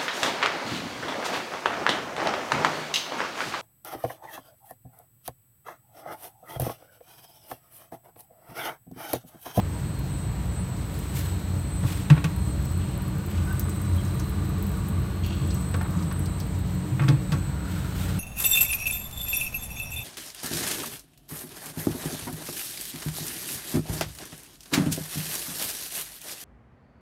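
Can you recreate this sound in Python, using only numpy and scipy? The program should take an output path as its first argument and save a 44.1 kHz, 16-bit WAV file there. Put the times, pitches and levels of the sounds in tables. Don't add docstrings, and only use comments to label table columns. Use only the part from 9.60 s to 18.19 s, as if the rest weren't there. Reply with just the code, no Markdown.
import sys
import numpy as np
from scipy import signal
from scipy.fft import rfft, irfft, next_fast_len
from scipy.io import wavfile

SR = 44100
rng = np.random.default_rng(int(sys.argv[2]) if len(sys.argv) > 2 else 0)


def wav_record(signal):
    frames = np.transpose(np.atleast_2d(signal))
    bounded = np.clip(frames, -1, 1)
    quanta = np.round(bounded * 32767).astype(np.int16)
    wavfile.write(sys.argv[1], SR, quanta)


N = 378819

SHAFT_HZ, SWITCH_HZ = 45.7, 4000
SOUND_M_PER_S = 343

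# (multiple of the shaft rate, level [dB])
HUM_TONES = [(1, -47.5), (2, -35), (3, -42)]
# (time [s], level [dB])
FOURTH_TONE = [(0, -43.5), (1.3, -42), (3.0, -37), (5.3, -39), (6.2, -35.5), (7.2, -38.5), (8.59, -34)]
# (pitch [Hz], width [Hz], level [dB])
FRAME_BOOMS = [(57.5, 1.46, -38), (67.5, 1.96, -36.5), (88.9, 3.7, -38), (120.5, 10, -36),
               (136.14, 3.9, -41), (150.8, 8.7, -39), (180.4, 8.2, -42), (567.6, 7.5, -57.5),
               (955.5, 9.6, -57.5)]
# (pitch [Hz], width [Hz], level [dB])
CASE_BOOM = [(299, 14.2, -44.5)]
# (frequency [Hz], level [dB])
FAN_SPECTRUM = [(20, -32), (32, -24), (50, -8), (92, -13.5), (180, -9.5), (225, -13.5), (260, -17),
                (320, -18), (380, -21.5), (460, -20.5), (500, -27.5), (550, -24.5), (1100, -28.5),
                (2100, -34), (3500, -38.5), (4400, -40), (7000, -94)]
# (frequency [Hz], level [dB])
FLOW_SPECTRUM = [(4500, 6), (6000, 6), (8300, 7), (9300, 2.5), (10400, -5), (11800, 6), (14500, 4),
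                 (15800, 2)]

STRONG_WHINES = [(2, 2), (2, 0), (2, -2), (1, -1), (1, 5)]
# (time [s], level [dB])
MAIN_WHINE = [(0.05, -56), (0.24, -51), (0.39, -54), (0.44, -66.5), (0.52, -49), (0.59, -43), (0.73, -63),
              (1.01, -44.5), (1.13, -62), (1.5, -48), (1.64, -60), (1.73, -54), (1.91, -68), (1.99, -48.5),
              (2.17, -44), (2.49, -48.5), (2.62, -59), (2.91, -42), (3.02, -63), (3.15, -51), (3.58, -55),
              (3.75, -66), (3.84, -52), (4.11, -48.5), (4.54, -54), (4.95, -62), (5.2, -56), (5.75, -55),
              (6.1, -47.5), (6.39, -54), (6.47, -48), (6.81, -49.5), (7.08, -63), (7.16, -52), (8.17, -58),
              (8.32, -69), (8.46, -47), (8.54, -50)]
# (time [s], level [dB])
CENTRE_WHINE = [(0, -53), (0.35, -59), (0.5, -55), (0.65, -50), (0.8, -55), (1.2, -54), (1.45, -59),
                (1.68, -48), (2.55, -67), (3.08, -48.5), (3.8, -68), (4.1, -56), (4.3, -68), (4.7, -60),
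                (5.2, -53), (5.82, -69), (6.05, -57), (6.4, -57), (7.35, -61), (7.78, -49.5), (8.15, -53),
                (8.3, -64), (8.59, -62)]
# (time [s], level [dB])
LOWER_WHINE = [(0, -63), (0.55, -62), (0.75, -61), (1.0, -57), (2.05, -58), (2.4, -60), (2.8, -72),
               (3.1, -52), (3.3, -67), (3.45, -53), (3.7, -56), (4.05, -61), (4.4, -80), (4.7, -66),
               (5.4, -72), (5.95, -49), (6.2, -60), (7.3, -60), (7.55, -75), (7.8, -55), (8.0, -69),
               (8.15, -58), (8.59, -68)]
# (time [s], lower one's level [dB], upper one's [dB])
WHINE_PAIR = [(0, -76, -68), (0.2, -72, -65), (0.4, -74, -59), (0.8, -73, -66), (1.4, -72, -65),
              (1.6, -65, -58), (2.6, -63, -67), (2.8, -65, -57.5), (3.1, -67, -56.5), (3.35, -68, -59.5),
              (3.6, -76, -63.5), (3.95, -63, -72), (4.3, -59, -76), (4.55, -59, -60.5), (5.1, -61, -65),
              (5.45, -62, -62), (5.7, -72, -60), (6.0, -68, -63), (6.4, -75, -63), (6.75, -61, -69),
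              (7.15, -78, -61), (7.45, -73, -71), (7.7, -68, -64), (8.59, -61, -60)]
# (multiple of the switching rate, offset [shaft rates], level [dB])
WEAK_WHINES = [(1, -5, -69), (1, -3, -72.5), (1, 1, -69), (1, 3, -75), (1, 7, -69), (2, -16, -66.5),
               (2, -10, -77), (2, -8, -73), (2, -6, -75), (2, -4, -67), (2, 4, -70), (2, 6, -71),
               (2, 8, -59), (2, 10, -73.5), (2, 16, -66.5), (3, -5, -76), (3, -3, -69), (3, -1, -73),
               (3, 3, -74), (4, -16, -75)]

# (time [s], level [dB], pitch [Hz])
LID_THUMPS = [(2.232, -12, 123), (2.5024, 4.5, 147.4), (2.642, -8.5, 155.3), (6.359, -12.5, 176),
              (6.435, -13.5, 169), (7.315, -10.5, 128), (7.401, -7.5, 137.6), (7.436, -9, 130.5),
              (7.483, -2, 138.4), (7.523, -5.5, 131.6), (7.719, -11.5, 148.7)]
# (time [s], level [dB],
# bass cut [Hz], treble cut [Hz], snap level [dB], snap pitch [Hz], snap width [Hz], snap fade time [s])
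LID_KNOCKS = [(2.236, -26, 300, 1410, -22, 880, 250, 0.065),
              (2.4995, -25.5, 200, 4000, -24, 5500, 3400, .05),
              (2.501, -21, 150, 2770, -1, 2420, 900, 0.042),
              (2.525, -31, 300, 2500, -32, 2500, 1500, 0.045),
              (2.564, -25, 700, 2000, -27, 1500, 900, 0.065),
              (2.577, -26.5, 700, 2580, -20, 1400, 900, 0.051),
              (2.642, -23, 607, 2980, -15.5, 5800, 3600, 0.042),
              (2.6423, -32, 700, 1500, -8, 2720, 900, .04),
              (6.1414, -22, 500, 1430, -2.5, 1510, 430, 0.044),
              (6.141, -38, 1000, 2500, -26, 3100, 500, .035),
              (6.212, -22.5, 800, 1500, -8, 1500, 450, 0.031), (6.251, -26, 900, 1400, -23, 1400, 450, .04),
              (6.512, -27, 800, 1700, -25, 3600, 2300, 0.061),
              (7.3948, -23.5, 596, 2360, -26, 2000, 1200, 0.06),
              (7.419, -26, 600, 2000, -27, 5000, 3000, .05), (7.436, -26, 600, 1990, -25, 3500, 2200, .06),
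              (7.482, -24.5, 400, 4220, -24, 3200, 2000, .05),
              (7.486, -24.5, 300, 1880, -10, 3900, 2400, .05),
              (7.494, -20.5, 150, 800, -24, 2600, 1600, 0.097),
              (7.720, -28.5, 299, 3140, -12, 3400, 2100, .05),
              (7.7245, -25.5, 300, 2000, -20, 4950, 3000, 0.13)]
# (pitch [Hz], level [dB], time to fade by 60 dB [s])
LID_NOTES = [(289, 10.5, 0.076), (454, 3.5, 0.026), (660, 9, 0.0068), (866, -6, 0.067), (1116, 2.5, 0.036),
             (1340, 5, 0.015), (1563, 1, 0.014), (1820, 1, 0.015), (2140, -3.5, 0.032), (2460, 7, 0.0087),
             (3300, 7.5, 0.0045), (3900, -7, 0.013)]
# (pitch [Hz], width [Hz], level [dB])
EDGE_NOTES = [(2820, 450, -2), (3180, 630, -0.5), (4450, 660, -5), (5500, 1400, -9), (6600, 400, -13)]

# (time [s], nearness [0-1])
BUCKET_NEARNESS = [(0, 0), (2.7, 0.32), (3.4, 0.59), (4.0, 0.93), (5.8, 0.84), (6.5, 0.61), (7.1, 0.05),
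                   (7.5, 0.08), (8.59, 0.15)]
# (pitch [Hz], width [Hz], level [dB])
HOLLOW_NOTES = [(86.9, 5.1, -29), (201.3, 7.9, -38), (342.5, 10.6, -46), (434.8, 15, -52)]
# (pitch [Hz], width [Hz], level [dB])
TRICKLE_NOTES = [(1177, 73, -48.5), (1446, 36, -56.5)]
# (time [s], level [dB], pitch [Hz])
BUBBLE_TICKS = [(0.391, -33, 12800), (1.34, -38, 13000), (1.3897, -31, 12500), (2.7621, -30.5, 11800),
                (3.0231, -40, 11640), (3.053, -32, 14500), (3.1169, -31, 14500), (3.1762, -35, 12400),
                (3.4212, -33, 13700), (3.4805, -31, 12000), (3.6626, -31, 14700), (3.715, -38, 12000),
                (3.9953, -18, 14200), (4.0937, -29, 13500), (4.148, -40, 14300), (4.3635, -31, 13800),
                (4.4489, -37, 13000), (4.5466, -35, 14400), (4.5965, -33, 11900), (4.6714, -37, 13500),
                (4.8928, -34, 13500), (5.025, -25, 14200), (5.0679, -28, 14200), (5.1168, -33, 14600),
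                (5.1722, -34, 10900), (5.2849, -26.5, 12700), (5.3987, -41, 13370), (5.4541, -46, 13500),
                (5.664, -28.5, 13680), (5.7509, -37, 14900), (5.8187, -40, 13500), (5.8751, -36, 13000),
                (5.9439, -30, 14300), (6.0093, -36, 13500), (6.0871, -38, 13500), (6.1655, -34, 14000),
                (6.2303, -35, 12600), (6.3071, -36, 14500), (6.5251, -30, 12600), (6.5939, -30, 11500),
                (6.6563, -33, 13800), (6.8005, -34, 13100), (6.9891, -36, 13600), (7.1487, -38, 13600)]
# (time [s], level [dB], pitch [Hz])
DROP_PLINKS = [(1.168, -30, 4800), (1.212, -29, 4060), (1.343, -26, 4600), (3.053, -28, 6000),
               (3.995, -16, 6400), (4.095, -22, 6840), (4.45, -26, 6250), (4.48, -32, 5400),
               (4.597, -18.5, 6030), (5.285, -32, 7000), (5.905, -17.5, 4690), (5.946, -22, 6000),
               (6.308, -31, 4700), (6.369, -26, 6840), (6.39, -25, 4200), (6.424, -23, 4930),
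               (6.658, -20.5, 4630), (6.802, -18, 4770), (6.942, -32, 6400)]

# (peak time [s], rise [s], fall [s], level [dB], brightness [dB])
SLEEVE_SWISHES = [(1.564, 0.018, 0.043, -51.5, 15.5), (1.6, 0.098, 0.18, -45, -1),
                  (1.4, 0.15, 0.23, -51.5, 2), (2.315, 0.076, 0.12, -40.5, -2.5),
                  (3.74, 0.06, 0.22, -45.5, -11), (4.5, 0.25, 0.4, -52.5, 1), (8.12, 0.06, 0.29, -46, -3),
                  (8.39, 0.053, 0.12, -47.5, 4), (8.45, 0.058, 0.42, -46.5, -7)]
# (frequency [Hz], level [dB])
CLOTH_SPECTRUM = [(500, 2), (1500, 7), (3500, 6.5), (5500, 0.5), (8000, 2.5), (10500, -2.5), (14000, 3.5),
                  (16000, -6)]
# (peak time [s], rise [s], fall [s], level [dB], pitch [Hz], width [Hz])
FINGER_RUBS = [(3.27, 0.1, 0.19, -52.5, 2800, 1800), (3.89, 0.04, 0.09, -43.5, 1514, 70),
               (4.385, 0.007, 0.015, -43, 3240, 300), (6.35, 0.04, 0.12, -43.5, 1130, 400),
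               (8.38, 0.64, 0.8, -49.5, 1380, 350)]


def motor(waver_db=-0.2, flicker_db=1.5, case_follows=0.32):
    fourth_db, = curves(FOURTH_TONE)
    tones = [*HUM_TONES, (4, fourth_db)]
    hum = sum(from_db(db + waver_db * drift(3.9)) * tone(k * SHAFT_HZ) for k, db in tones)
    case = from_db(case_follows * (fourth_db - fourth_db.mean())) * booms(CASE_BOOM)
    fan = from_db(-36.5) * noise(FAN_SPECTRUM)
    flow = from_db(-55.5 + flicker_db * drift(12.0)) * noise(FLOW_SPECTRUM)
    return from_db(-0.73) * (hum + booms(FRAME_BOOMS) + case) + fan + flow


def inverter(walk_m_per_s=.27, hover_m_per_s=.0317, tremor_m=.0035, hover_calm=.55):
    near, = curves(BUCKET_NEARNESS)
    path_m = np.cumsum(walk_m_per_s + (hover_m_per_s - walk_m_per_s) * near) / SR
    main_db, = curves(MAIN_WHINE)
    main_hz = 2 * (SWITCH_HZ + SHAFT_HZ)
    strong_levels = [main_db, *curves(CENTRE_WHINE), *curves(LOWER_WHINE), *curves(WHINE_PAIR)]
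    whines = []
    for (multiple, offset), db in zip(STRONG_WHINES, strong_levels):
        hz = multiple * SWITCH_HZ + offset * SHAFT_HZ
        whines.append((hz, from_db(db - 0.7) * standing_wave(hz, path_m, echo_db=-11)))
    for multiple, offset, db in WEAK_WHINES:
        hz = multiple * SWITCH_HZ + offset * SHAFT_HZ
        share = 0.15 * np.exp(-abs(hz - main_hz) / 400)
        swell_db = share * (main_db - main_db.mean())
        whines.append((hz, from_db(db + swell_db) * standing_wave(hz, path_m, echo_db=2)))
    shake_m = tremor_m * (1 - hover_calm * near) * drift(3.7)
    heard_s = seconds() + shake_m / SOUND_M_PER_S
    waves = (gain * np.exp(2j * np.pi * (hz * heard_s + rng.random())) for hz, gain in whines)
    return np.sqrt(2) * sum(waves).real


def standing_wave(hz, path_m, echo_db, count=6):
    angle, phase = 2 * np.pi * rng.random((2, count, 1))
    cycles = np.cos(angle) * path_m[::100] * hz / SOUND_M_PER_S
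    echoes = np.exp(1j * (2 * np.pi * cycles + phase)).sum(axis=0) / np.sqrt(count)
    gain = 1 + from_db(echo_db) * echoes
    gain /= np.sqrt(np.mean(np.abs(gain) ** 2))
    return np.interp(seconds(), seconds()[::100], gain)


def lid_thumps(beat_hz=17, fade_s=0.18, seated_s=7.0, overtone_ratio=2.35):
    out, t = np.zeros(N), np.arange(SR // 2) / SR
    swell = np.sin(np.pi * beat_hz * t) * from_db(-60 * t / fade_s)
    for s, db, hz in LID_THUMPS:
        overtone_db = -17.5 if s > seated_s else -41
        phase = 2 * np.pi * hz * t
        note = np.sin(phase) + from_db(overtone_db) * np.sin(overtone_ratio * phase)
        add(out, s, -from_db(db) * swell * note)
    return out


def lid_knocks(body_db=-7, snap_db=11, body_longer=1.25):
    force, snaps = np.zeros(N), np.zeros(N)
    for s, db, bass_hz, treble_hz, own_snap_db, hz, width, fade_s in LID_KNOCKS:
        treble_cut = signal.butter(3, treble_hz, fs=SR)
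        bass_cut = signal.butter(2, bass_hz, "high", fs=SR)
        hit = signal.lfilter(*treble_cut, burst(body_longer * fade_s, -14, 0.51))
        add(force, s, from_db(db) * signal.lfilter(*bass_cut, hit))
        snap = ring(burst(fade_s, -13, 0.13), hz, width)
        snap *= np.sqrt(np.pi * width / SR) / np.linalg.norm(snap)
        add(snaps, s, from_db(own_snap_db) * snap)
    body = 0
    for hz, db, fade_s in LID_NOTES:
        width = np.log(1000) / (np.pi * fade_s)
        body += from_db(db) * ring(force, hz, width) * SR / (2 * np.pi * width)
    return from_db(body_db) * body + from_db(snap_db) * snaps


def lid_scrape(slips_per_s=2500, level_db=-43):
    slips = random_taps(slips_per_s)
    edge = sum(from_db(db) * rms_one(ring_twice(slips, hz, width)) for hz, width, db in EDGE_NOTES)
    return from_db(level_db) * stroke(peak_s=5.639, rise_s=0.0053, fall_s=0.17) * edge


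def open_bucket(splashes_per_s=500):
    near, = curves(BUCKET_NEARNESS)
    splashes = random_taps(splashes_per_s)
    trickle = sum(from_db(db) * rms_one(ring(splashes, hz, width)) for hz, width, db in TRICKLE_NOTES)
    return near * (booms(HOLLOW_NOTES) + trickle)


def froth_and_drops(tick_db=19, drop_db=12.5, fizz_db=-33.5, small_bubbles=650):
    out, pops = np.zeros(N), np.zeros(N)
    for s, db, hz in BUBBLE_TICKS:
        add(out, s, from_db(db + tick_db) * ring_twice(burst(.006, -12, .08), hz, width=5500))
    for s, db, hz in DROP_PLINKS:
        add(out, s, from_db(db + drop_db) * ring(burst(.032, -1, .13), hz, width=1600))
    for when, chance in rng.random((small_bubbles, 2)):
        db = fizz_db - 5 * np.log(chance + .01)
        add(pops, when * N / SR, from_db(db) * burst(.004, -18, .05))
    near, = curves(BUCKET_NEARNESS)
    return out + (0.27 + near) * ring_twice(pops, hz=13500, width=4500)


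def sleeves_and_fingers(grain_db=1.9, bright_hz=8000):
    cloth = noise(CLOTH_SPECTRUM)
    dull = signal.sosfilt(signal.butter(1, bright_hz, fs=SR, output="sos"), cloth)
    out = np.zeros(N)
    for s, rise, fall, db, bright_db in SLEEVE_SWISHES:
        out += from_db(db) * stroke(s, rise, fall) * (dull + from_db(bright_db) * (cloth - dull))
    friction = rng.standard_normal(N)
    for s, rise, fall, db, hz, width in FINGER_RUBS:
        out += from_db(db) * stroke(s, rise, fall) * rms_one(ring_twice(friction, hz, width))
    return out * from_db(grain_db * drift(45))


def booms(notes):
    out = np.zeros(N)
    for hz, width, db in notes:
        swirl = rng.standard_normal(N + SR // 2)
        out += from_db(db) * rms_one(ring_twice(swirl, hz, 2 * width)[-N:])
    return out


def burst(fade_s, echo_db, echo_fade_s):
    t = np.arange(int(echo_fade_s * SR)) / SR
    fade = from_db(-60 * t / fade_s) + from_db(echo_db - 60 * t / echo_fade_s)
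    crack = rng.standard_normal(len(t)) * fade
    return crack / np.linalg.norm(crack)


def stroke(peak_s, rise_s, fall_s):
    t = seconds() - peak_s
    return np.exp(-np.where(t < 0, (t / rise_s) ** 2, t / fall_s))


def ring(x, hz, width):
    r = np.exp(-np.pi * width / SR)
    feed = np.array([1, 0, -1]) * (1 - r * r) / 2
    feedback = [1, -2 * r * np.cos(2 * np.pi * hz / SR), r * r]
    return signal.lfilter(feed, feedback, x + 1e-18)


def ring_twice(x, hz, width):
    return ring(ring(x, hz, width), hz, width)


def tone(hz):
    return np.sqrt(2) * np.sin(2 * np.pi * (hz * seconds() + rng.random()))


def noise(spectrum):
    hz, db = np.transpose(spectrum)
    size = next_fast_len(N)
    bins = np.maximum(np.fft.rfftfreq(size, 1 / SR), 1)
    gain = from_db(np.interp(np.log(bins), np.log(hz), db, left=-90, right=-90))
    return rms_one(irfft(rfft(rng.standard_normal(size)) * gain, size)[:N])


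def random_taps(per_s):
    return (rng.random(N) < per_s / SR) * rng.standard_normal(N)


def drift(rate_hz):
    r = np.exp(-200 * np.pi * rate_hz / SR)
    steps = rng.standard_normal(N // 100 + 2002)
    slow = signal.lfilter([1], [1, -2 * r, r * r], steps)[2000:]
    return np.interp(np.arange(N) / 100, np.arange(len(slow)), rms_one(slow))


def curves(rows):
    s, *columns = np.transpose(rows)
    return [np.interp(seconds(), s, column) for column in columns]


def add(out, s, sound):
    at = max(round(s * SR), 0)
    out[at:at + len(sound)] += sound[:N - at]


def from_db(db):
    return 10 ** (np.asarray(db) / 20)


def rms_one(x):
    return x / np.sqrt(np.mean(x ** 2) + 1e-20)


def seconds():
    return np.arange(N) / SR


def scene():
    machine = motor() + inverter()
    liquid = open_bucket() + froth_and_drops()
    lid = lid_knocks() + lid_thumps() + lid_scrape()
    return (machine + liquid + lid + sleeves_and_fingers())[None]


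def record(dry):
    return signal.sosfilt(signal.ellip(12, .1, 80, 15850, fs=SR, output="sos"), dry)


dry = scene()
out = record(dry)
wav_record(out)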